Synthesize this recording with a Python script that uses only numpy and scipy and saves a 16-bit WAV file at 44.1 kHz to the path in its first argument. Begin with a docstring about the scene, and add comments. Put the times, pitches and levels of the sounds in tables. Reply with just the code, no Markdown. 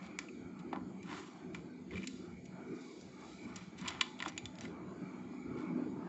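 """In a quiet room, a parakeet clambers over a plastic-framed hand mirror, close to a phone.
A low rumble from outside swells and hums in the room's resonances, under a faint rush and a high hiss.
Feet, beak and feathers rub: shaped noise with sharp snags. Beak and claws tap, knock and squeak:
short bursts of micro-slips ring the mirror's modes. The rocking frame thumps: brief low sine waves."""
import sys
import numpy as np
from scipy import signal
from scipy.fft import rfft, irfft, next_fast_len
from scipy.io import wavfile
from scipy.ndimage import uniform_filter1d, map_coordinates

SR = 44100
rng = np.random.default_rng(int(sys.argv[2]) if len(sys.argv) > 2 else 0)


def digitize_waveform(pressure):
    """Quantize a signal to 16-bit integers and store it at the path in sys.argv[1].

    Rows of a 2-D input are taken as channels; values are limited to [-1, 1].
    """
    field = np.atleast_2d(pressure).T
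    bounded = np.clip(field, -1, 1)
    quanta = np.round(bounded * 32767).astype(np.int16)
    wavfile.write(sys.argv[1], SR, quanta)


N = 268524  # length in samples

# Resonances of the room. Each row: pitch in Hz, width in Hz, lift in dB.
ROOM_RESONANCES = [(91, 35, 7.5), (134, 16, 5.5), (186.2, 6.6, 6.5), (250.2, 4.3, 11.5), (308, 40, 5),
                   (357, 17, 4.5), (671, 60, 7.5), (802, 54, 5.5), (868, 55, 9)]
# How long the room's echo lasts. Each row: frequency in Hz, time to die by 60 dB in seconds.
ECHO_TIMES = [(300, 0.89), (2500, 0.2), (8000, 0.79)]
ROOM_DULL_HZ = 5500  # the walls return little above this

# Tone of the rumble. Each row: frequency in Hz, relative level in dB per Hz.
RUMBLE_TONE = [(25, -57.5), (50, -42), (70, -29), (100, -19), (145, -10.5), (170, 1.5), (230, -0.5),
               (300, -1.5), (390, -4), (480, -16.5), (800, -35.5), (2000, -64.5)]
# Tone of the deep drone under it. 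Each row: frequency in Hz, relative level in dB per Hz.
DRONE_TONE = [(25, -35), (48, -22.5), (65, -1.5), (95, -3), (130, -4), (180, -43.5)]
# Slow drift of the rumble. Each row: time in seconds, level in dB before the rumble's gain.
RUMBLE_DRIFT = [(0, -50), (.2, -52), (.4, -48.5), (.56, -50), (.76, -44.5), (1.03, -49.5), (1.1, -46.5),
                (1.3, -54.5), (1.85, -51), (2.2, -49), (2.42, -52), (2.64, -49.5), (3.1, -54), (4.55, -52),
                (5.44, -46.5), (5.52, -42.5), (5.67, -42.5), (5.76, -36), (5.88, -42), (6.09, -46)]
# Short low surges. Each row: strongest moment in seconds, fall in seconds,
# rumble level in dB before the rumble's gain, drone level in dB.
LOW_SURGES = [(1.469, 0.25, -47, -80), (1.963, 0.13, -42.5, -53.5), (2.728, 0.038, -42, -71),
              (3.46, 0.088, -47, -59), (4.671, 0.063, -45, -49.5), (4.85, 0.078, -48, -72),
              (5.042, 0.02, -43.5, -67)]
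SURGE_RISE_S = 0.039
DRONE_FOLLOWS = 0.41  # dB of drone per dB of rumble drift

# Tone of the background rush. Each row: frequency in Hz, relative level in dB per Hz.
RUSH_TONE = [(290, -29.5), (520, -8.5), (850, -13.5), (1150, -9), (1420, -9.5), (1750, -21), (2750, -29),
             (4000, -46.5)]
# The rush swells and sinks. Each row: time in seconds, level in dB before the rush's gain.
RUSH_DRIFT = [(.11, -53), (.33, -63.5), (.55, -59), (.93, -61.5), (1.36, -54), (1.48, -60), (1.64, -58),
              (1.83, -62.5), (2.1, -75.5), (2.26, -54), (2.43, -69), (2.62, -55), (3.08, -62), (3.21, -55),
              (3.44, -59), (3.6, -54.5), (3.73, -59.5), (4.56, -56.5), (5.12, -54), (5.47, -56.5),
              (5.81, -48.5), (5.93, -58.5), (6.06, -52)]
# Tone of the rush's upper band. Each row: frequency in Hz, relative level in dB per Hz.
UPPER_TONE = [(1600, -30), (1980, -4), (2100, -6), (2250, 5), (2460, -2.5), (2700, -30.5), (3500, -56)]
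# The upper band swells and sinks. Each row: time in seconds, level in dB before its gain.
UPPER_DRIFT = [(0, -57.5), (.42, -68), (.62, -64), (.88, -69.5), (1.03, -65), (1.66, -66.5), (1.81, -71.5),
               (2.1, -71.5), (2.6, -64), (2.79, -65.5), (3.0, -66.5), (3.38, -62.5), (4.7, -63.5),
               (4.94, -71.5), (5.07, -60), (5.24, -68), (5.38, -61.5), (5.8, -62.5), (6.09, -74)]
# Tone of the high hiss. Each row: frequency in Hz, relative level in dB per Hz.
FIZZ_TONE = [(1500, -22.5), (2750, -0.5), (3300, 1.5), (4050, 1.5), (4550, 3), (5250, -5.5), (6150, -8),
             (6600, 5), (7100, -0.5), (7600, -3)]

# Rubs of foot, beak and feathers. Each row: strongest moment in seconds, rise in seconds, level in dB,
# centre in Hz, spread in octaves, crackle in dB over the rub.
RUBS = [(0.049, 0.037, -57, 2000, 2.7, -4), (0.218, 0.021, -54.5, 3000, 1.7, -20),
        (0.757, 0.03, -45, 620, 0.96, -3), (1.128, 0.05, -47, 1284, 1.06, -2),
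        (1.17, 0.093, -57.5, 7350, 1.2, -15), (1.564, 0.026, -56.5, 2000, 2, -0.5),
        (1.977, 0.062, -52, 2070, 0.94, -1), (2.12, 0.11, -63.5, 6430, 0.77, -20),
        (2.92, 0.19, -62.5, 5700, 0.69, -25), (3.351, 0.12, -62, 6170, 1.3, -23),
        (3.594, 0.056, -58, 2960, 1.3, -13.5), (3.79, 0.011, -56, 5430, 0.99, -11),
        (3.893, 0.069, -45.5, 1670, 1.27, -3), (4.264, 0.046, -48, 1010, 2.2, 5),
        (4.634, 0.034, -54.5, 3900, 2.1, -6), (5.6, 0.035, -59, 3000, 1.8, 0)]
STROKE_FALL = 1.43  # a rub's fall time over its rise time
SNAGS_PER_S, SNAG_SCATTER_DB = 190, 3.5  # claws and quills catch on the ribbed frame
TOP_HZ = 8550  # band limit

# Ringing of mirror and frame. Each row: pitch in Hz, width in Hz, strength in dB.
MIRROR_MODES = [(810, 810, 6.5), (1025, 360, 8), (1398, 260, 6), (1778, 180, 2.5), (2014, 280, 5),
                (2343, 710, 2), (2945, 530, 0), (3480, 460, 0.5), (3935, 260, -1), (4560, 600, -4.5),
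                (5110, 490, -8), (5903, 170, -10), (6933, 500, -7.5), (7520, 960, -12)]
LOW_CUT_HZ = 860  # so small a panel radiates little of a blow below this
RING_DB, RING_WIDTH_HZ = 12, 140  # each point of contact favours one mode

# Taps of beak and claw tips on the mirror. Each row: start in seconds, body in dB before the blows' gain,
# centre in Hz, spread in octaves, tip tick in dB before that gain, skid in seconds, favoured mode in Hz.
TIP_TAPS = [(0.1885, -33.5, 2030, 0.71, -37, 0.00049, 2330), (.589, -56, 2530, 0.49, -60, 0.0062, 3890),
            (1.029, -51.5, 2500, 0.39, -57.5, 0.00091, 2380),
            (1.5455, -38.5, 2000, 0.88, -52.5, 0.0015, 2330), (2.0715, -41.5, 2600, 0.3, -39, 0.002, 4120),
            (2.454, -60, 3100, .4, -57.5, 0.0022, 5880), (3.0114, -62, 4300, 0.35, -56.5, 0.00067, 5880),
            (3.558, -47, 2870, 0.38, -42.5, 0.003, 5740), (3.8127, -53.5, 3220, 0.77, -52, 0.0009, 3570),
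            (3.8592, -41, 2400, 0.35, -62, 0.00075, 2360), (3.876, -38.5, 3220, 0.71, -38.5, 0.0027, 5230),
            (3.8802, -34.5, 2830, 0.42, -37, 0.0024, 3300),
            (3.888, -37.5, 2850, 0.75, -57.5, 0.00033, 3980), (3.9045, -50, 2900, 0.66, -51, 0.0014, 2380),
            (4.008, -36, 3500, 0.6, -67, .0012, 3456), (4.0108, -20.5, 3140, 0.53, -31.5, 0.00097, 1050),
            (4.189, -48, 3230, 0.25, -57, 0.0023, 7600), (4.2018, -35.5, 2900, 0.63, -65, 0.0014, 980),
            (4.2232, -32, 2410, 0.79, -46.5, 0.00099, 1880), (4.251, -41.5, 3200, .5, -52, 0.0059, 3400),
            (4.279, -43, 3000, 0.81, -42.5, 0.0037, 5800), (4.2905, -52.5, 2700, 0.88, -54.5, 0.0029, 2880),
            (4.378, -35.5, 3100, 0.46, -39, 0.0002, 6860), (4.456, -40.5, 3200, 0.57, -44.5, 0.00027, 3550),
            (4.554, -58, 4180, 0.51, -60, 0.00073, 5200), (4.5855, -49, 3800, 0.77, -57, 0.00083, 5100),
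            (4.609, -50, 3360, 0.91, -48, 0.00024, 5830), (4.65, -43.5, 2500, 1.3, -59, 0.0027, 2070)]
# Dull knocks of a foot on the plastic frame. Each row: start in seconds, body in dB before the blows' gain,
# centre in Hz, spread in octaves, favoured mode in Hz.
FOOT_KNOCKS = [(0.7287, -34, 900, 1.1, 945), (.7325, -37, 800, 1.34, 680), (0.7600, -38, 960, 1.34, 970),
               (1.114, -44, 1380, 0.69, 1060), (4.2601, -34.5, 1360, 0.51, 790),
               (4.2655, -41.5, 736, 0.45, 600), (5.334, -51.5, 890, 0.88, 680)]
KNOCK_TICK_DB, KNOCK_SKID_S = -40, 0.00046  # tip tick relative to the body; skid time
# The beak catches and squeaks. Each row: start in seconds, body in dB before the blows' gain, pitch in Hz.
BEAK_SQUEAKS = [(0.284, -47, 2530), (1.907, -46, 2170), (1.939, -59, 2380), (1.9542, -42.5, 2340),
                (1.969, -46, 2330), (1.976, -39.5, 2370), (2.017, -56, 2340), (2.03, -42, 2370),
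                (2.038, -47, 2480)]
SQUEAK_SPREAD, SQUEAK_TICK_DB, SQUEAK_SKID_S = 0.22, -18, 0.0019  # octaves; relative to the body; skid time

# The mirror rocks on its support. Each row: start in seconds, peak in dB, pitch in Hz.
ROCKING_THUMPS = [(0.276, -44, 292), (0.72, -35, 256), (0.755, -50, 253), (3.813, -36.5, 186),
                  (3.837, -41, 246), (4.264, -36.5, 319)]


def amp(db):
    """Turn decibels into a gain."""
    return 10 ** (np.asarray(db) / 20)


def unit(x):
    """Scale to an average strength (rms) of 1."""
    return x / np.sqrt(np.mean(x ** 2) + 1e-20)


def along(points, hz):
    """Read a value between (Hz, value) points, on a log frequency axis."""
    f, v = np.transpose(points)
    return np.interp(np.log(hz + 1), np.log(f + 1), v)


def curve(rows):
    """Join (seconds, value) rows into one value per sample."""
    return np.interp(np.arange(N) / SR, *np.transpose(rows))


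def wobble(rate):
    """A smooth random curve with this many random points a second."""
    points = rng.standard_normal(N // 100)
    return map_coordinates(points, [np.arange(N) * rate / SR], mode="mirror")


def swell(s, rise, fall):
    """A soft rise to 1 at time s, then an exponential fall."""
    t = np.arange(N) / SR
    return np.exp(-np.where(t < s, ((s - t) / rise) ** 2, (t - s) / fall))


def filtered(x, response):
    """Multiply the frequencies of x by a response."""
    m = next_fast_len(N + SR // 2)  # room for the filter's tail
    return irfft(rfft(x, m) * response(np.fft.rfftfreq(m, 1 / SR)), m)[:N]


def add(track, s, sound):
    """Mix a sound into the track at time s."""
    part = track[round(s * SR):][:len(sound)]
    part += sound[:len(part)]


def patchy_noise(patchy_db):
    """White noise whose level drifts in patches of time and frequency."""
    z = signal.stft(rng.standard_normal(N), nperseg=1024)[2]
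    field = uniform_filter1d(rng.standard_normal(z.shape), size=4, axis=0)
    field = uniform_filter1d(field, size=10, axis=1)
    return signal.istft(z * amp(patchy_db * unit(field)), nperseg=1024)[1][:N]


def room_lift(f):
    """Decibels that the room's resonances add at each frequency."""
    return sum(db / (1 + (2 * (f - hz) / width) ** 2) for hz, width, db in ROOM_RESONANCES)


def in_room(spectrum, patchy_db):
    """Restless noise of rms 1 with this tone, lifted at the room's resonances."""
    noise = patchy_noise(patchy_db)
    return unit(filtered(noise, lambda f: amp(along(spectrum, f) + room_lift(f))))


def hum(level_db=2.2, drone_db=-64):
    """Low noise: the rumble drifts and surges, and a deeper drone follows its drift more gently."""
    drift_db = curve(RUMBLE_DRIFT)
    rumble = amp(drift_db)
    drone = amp(drone_db + DRONE_FOLLOWS * (drift_db - drift_db.mean()))
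    for s, fall, db, deep_db in LOW_SURGES:
        surge = swell(s, SURGE_RISE_S, fall)
        rumble = np.hypot(rumble, amp(db) * surge)
        drone = np.hypot(drone, amp(deep_db) * surge)
    noise = in_room(RUMBLE_TONE, patchy_db=3.5)
    # even out the noise, so that drift and surges alone set the rumble's slow level
    slow_power = np.abs(uniform_filter1d(noise ** 2, size=SR // 14))
    steady = noise / np.sqrt(slow_power)
    return amp(level_db) * rumble * steady + drone * in_room(DRONE_TONE, patchy_db=6.0)


def air(level_db=-2.5, upper_db=-1.0, waver_db=2.0, waver_rate=12, fizz_db=-69.0, fizz_drift_db=1.3):
    """Noise of the surroundings: a rush swells in two separate bands, under a slowly drifting high hiss."""
    rush = in_room(RUSH_TONE, patchy_db=3.5)
    upper = in_room(UPPER_TONE, patchy_db=2.8)
    fizz = in_room(FIZZ_TONE, patchy_db=4)
    rush_gain = amp(curve(RUSH_DRIFT) + level_db + waver_db * wobble(waver_rate))
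    upper_gain = amp(curve(UPPER_DRIFT) + upper_db + waver_db * wobble(waver_rate))
    fizz_gain = amp(fizz_db + fizz_drift_db * wobble(waver_rate / 2))
    return rush_gain * rush + upper_gain * upper + fizz_gain * fizz


def mirror(f, between_db=-11, core_hz=55):
    """How strongly the mirror radiates: modes, each with a longer-ringing core, over a weak broad response."""
    power = 0
    for hz, width, db in MIRROR_MODES:
        mode = 1 / (1 + (2 * (f - hz) / width) ** 2) ** 2
        core = 1 / (1 + (2 * (f - hz) / core_hz) ** 2) ** 2
        power = power + amp(db) ** 2 * (mode + core)
    broad = f / (f + 600) / (1 + (f / 4200) ** 4)
    return np.sqrt(power + amp(between_db) ** 2 * broad)


def strokes(grain_db=-0.5, grain_rate=330, direct_db=-9, catch_db=1.3, catch_rate=80):
    """Friction is tiny slips and sharper snags that catch unevenly, partly heard through the mirror's modes."""
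    t = np.arange(N) / SR
    slips = np.interp(t * grain_rate, np.arange(N), rng.standard_normal(N))
    unevenness_db = grain_db * slips + catch_db * wobble(catch_rate)
    rough = unit(patchy_noise(patchy_db=2.5) * amp(unevenness_db))

    snag_here = rng.random(N) < SNAGS_PER_S / SR
    snag_sign = np.sign(rng.standard_normal(N))
    snags = unit(snag_here * snag_sign * amp(SNAG_SCATTER_DB * rng.standard_normal(N)))

    def heard(f):
        return (mirror(f) + amp(direct_db)) * (f < TOP_HZ)

    friction, crackle = filtered(rough, heard), filtered(snags, heard)
    out = np.zeros(N)
    for s, rise, db, hz, spread, crackle_db in RUBS:
        rub = filtered(friction + amp(crackle_db) * crackle,
                       lambda f: np.exp(-.5 * (np.log2((f + 1) / hz) / spread) ** 2))
        out += amp(db) * swell(s, rise, STROKE_FALL * rise) * unit(rub)
    return out


def reach(f, hz, spread):
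    """The range of frequencies that a contact excites, spread in octaves around hz."""
    return 1 / (1 + (np.log2((f + 1) / hz) / (2 * spread)) ** 2) ** 2


def causal(gain):
    """The ring with this spectrum that puts its energy as early as possible (minimum phase)."""
    cepstrum = irfft(np.log(np.maximum(gain, 1e-6)))
    half = len(cepstrum) // 2
    # fold the backward half of time onto the forward half
    fold = np.concatenate([[1], np.full(half - 1, 2), [1], np.zeros(half - 1)])
    return irfft(np.exp(rfft(cepstrum * fold)))


def contact(db, hz, spread, tick_db, ring_hz, tick_hz=6900):
    """One blow: the mirror rings around the contact's pitch, one mode stands out, and the hard tip ticks."""
    f = np.fft.rfftfreq(4096, 1 / SR)
    favoured = np.sqrt(1 + amp(RING_DB) ** 2 / (1 + (2 * (f - ring_hz) / RING_WIDTH_HZ) ** 2))
    low_cut = f ** 2 / np.hypot(f ** 2, LOW_CUT_HZ ** 2)
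    panel = mirror(f) * favoured * low_cut
    body = amp(db) * unit(panel * reach(f, hz, spread))
    tick = amp(tick_db) * unit(panel * reach(f, tick_hz, 1 / 3))
    return causal(np.hypot(body, tick))


def skid(duration, scatter_db=-7, delay=0.0034, width=0.004, evenness=0.8):
    """A contact is a quick run of micro-slips, plus its scatter off the door frame and sill (times in s)."""
    t = np.arange(SR // 20) / SR
    slips = unit(rng.standard_normal(len(t)) * t * np.exp(-t / duration))
    echoes = unit(rng.standard_normal(len(t)) * np.exp(-np.abs(t - delay - duration) / width))
    spectrum = rfft(slips + amp(scatter_db) * echoes)
    # a small hard tip feeds all frequencies about evenly
    force = irfft(spectrum / np.abs(spectrum) ** evenness)[:SR // 40]
    return force / np.linalg.norm(force)


def room_tail():
    """A fresh diffuse echo of energy 1, its treble dulled and each frequency dying at its own rate."""
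    hz, t, z = signal.stft(rng.standard_normal(SR // 3), SR, nperseg=256)
    z = z / np.hypot(1, (hz[:, None] / ROOM_DULL_HZ) ** 2)
    decay = amp(-60 * t / along(ECHO_TIMES, hz)[:, None])
    tail = signal.istft(z * decay, SR, nperseg=256)[1]
    return tail / np.linalg.norm(tail)


def struck(ring, skid_s, level_db=22, wet_db=-18):
    """A ring set off by a skidding contact, with the room's short answer."""
    direct = amp(level_db) * signal.fftconvolve(ring, skid(skid_s))
    sound = amp(wet_db) * signal.fftconvolve(direct, room_tail())
    add(sound, 0, direct)
    return sound


def taps():
    """Every tap, knock and squeak is a skidding contact that rings the mirror."""
    blows = list(TIP_TAPS)
    for s, db, hz, spread, ring_hz in FOOT_KNOCKS:
        blows.append((s, db, hz, spread, db + KNOCK_TICK_DB, KNOCK_SKID_S, ring_hz))
    for s, db, hz in BEAK_SQUEAKS:
        blows.append((s, db, hz, SQUEAK_SPREAD, db + SQUEAK_TICK_DB, SQUEAK_SKID_S, hz))
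    out = np.zeros(N)
    for s, db, hz, spread, tick_db, skid_s, ring_hz in blows:
        ring = contact(db, hz, spread, tick_db, ring_hz)
        add(out, s, struck(ring, skid_s))
    return out


def thumps(rise=0.0099):
    """The bird's shifting weight bumps the frame against the wood: a few low cycles (rise in s)."""
    out, t = np.zeros(N), np.arange(SR // 8) / SR
    push = (t / rise * np.exp(1 - t / rise)) ** 2
    for s, db, hz in ROCKING_THUMPS:
        add(out, s, amp(db) * push * np.sin(2 * np.pi * hz * t))
    return out


def scene():
    """The bird on the mirror over the room's background."""
    return (hum() + air() + strokes() + taps() + thumps())[None]


def record(dry):
    """The phone rolls off just under its band limit and keeps nothing above."""
    roll_off = [(7550, -2.0), (8000, -14.0), (8450, -21.0)]  # (Hz, dB)
    return filtered(dry[0], lambda f: amp(along(roll_off, f)) * (f < TOP_HZ))[None]


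dry = scene()
out = record(dry)
digitize_waveform(out)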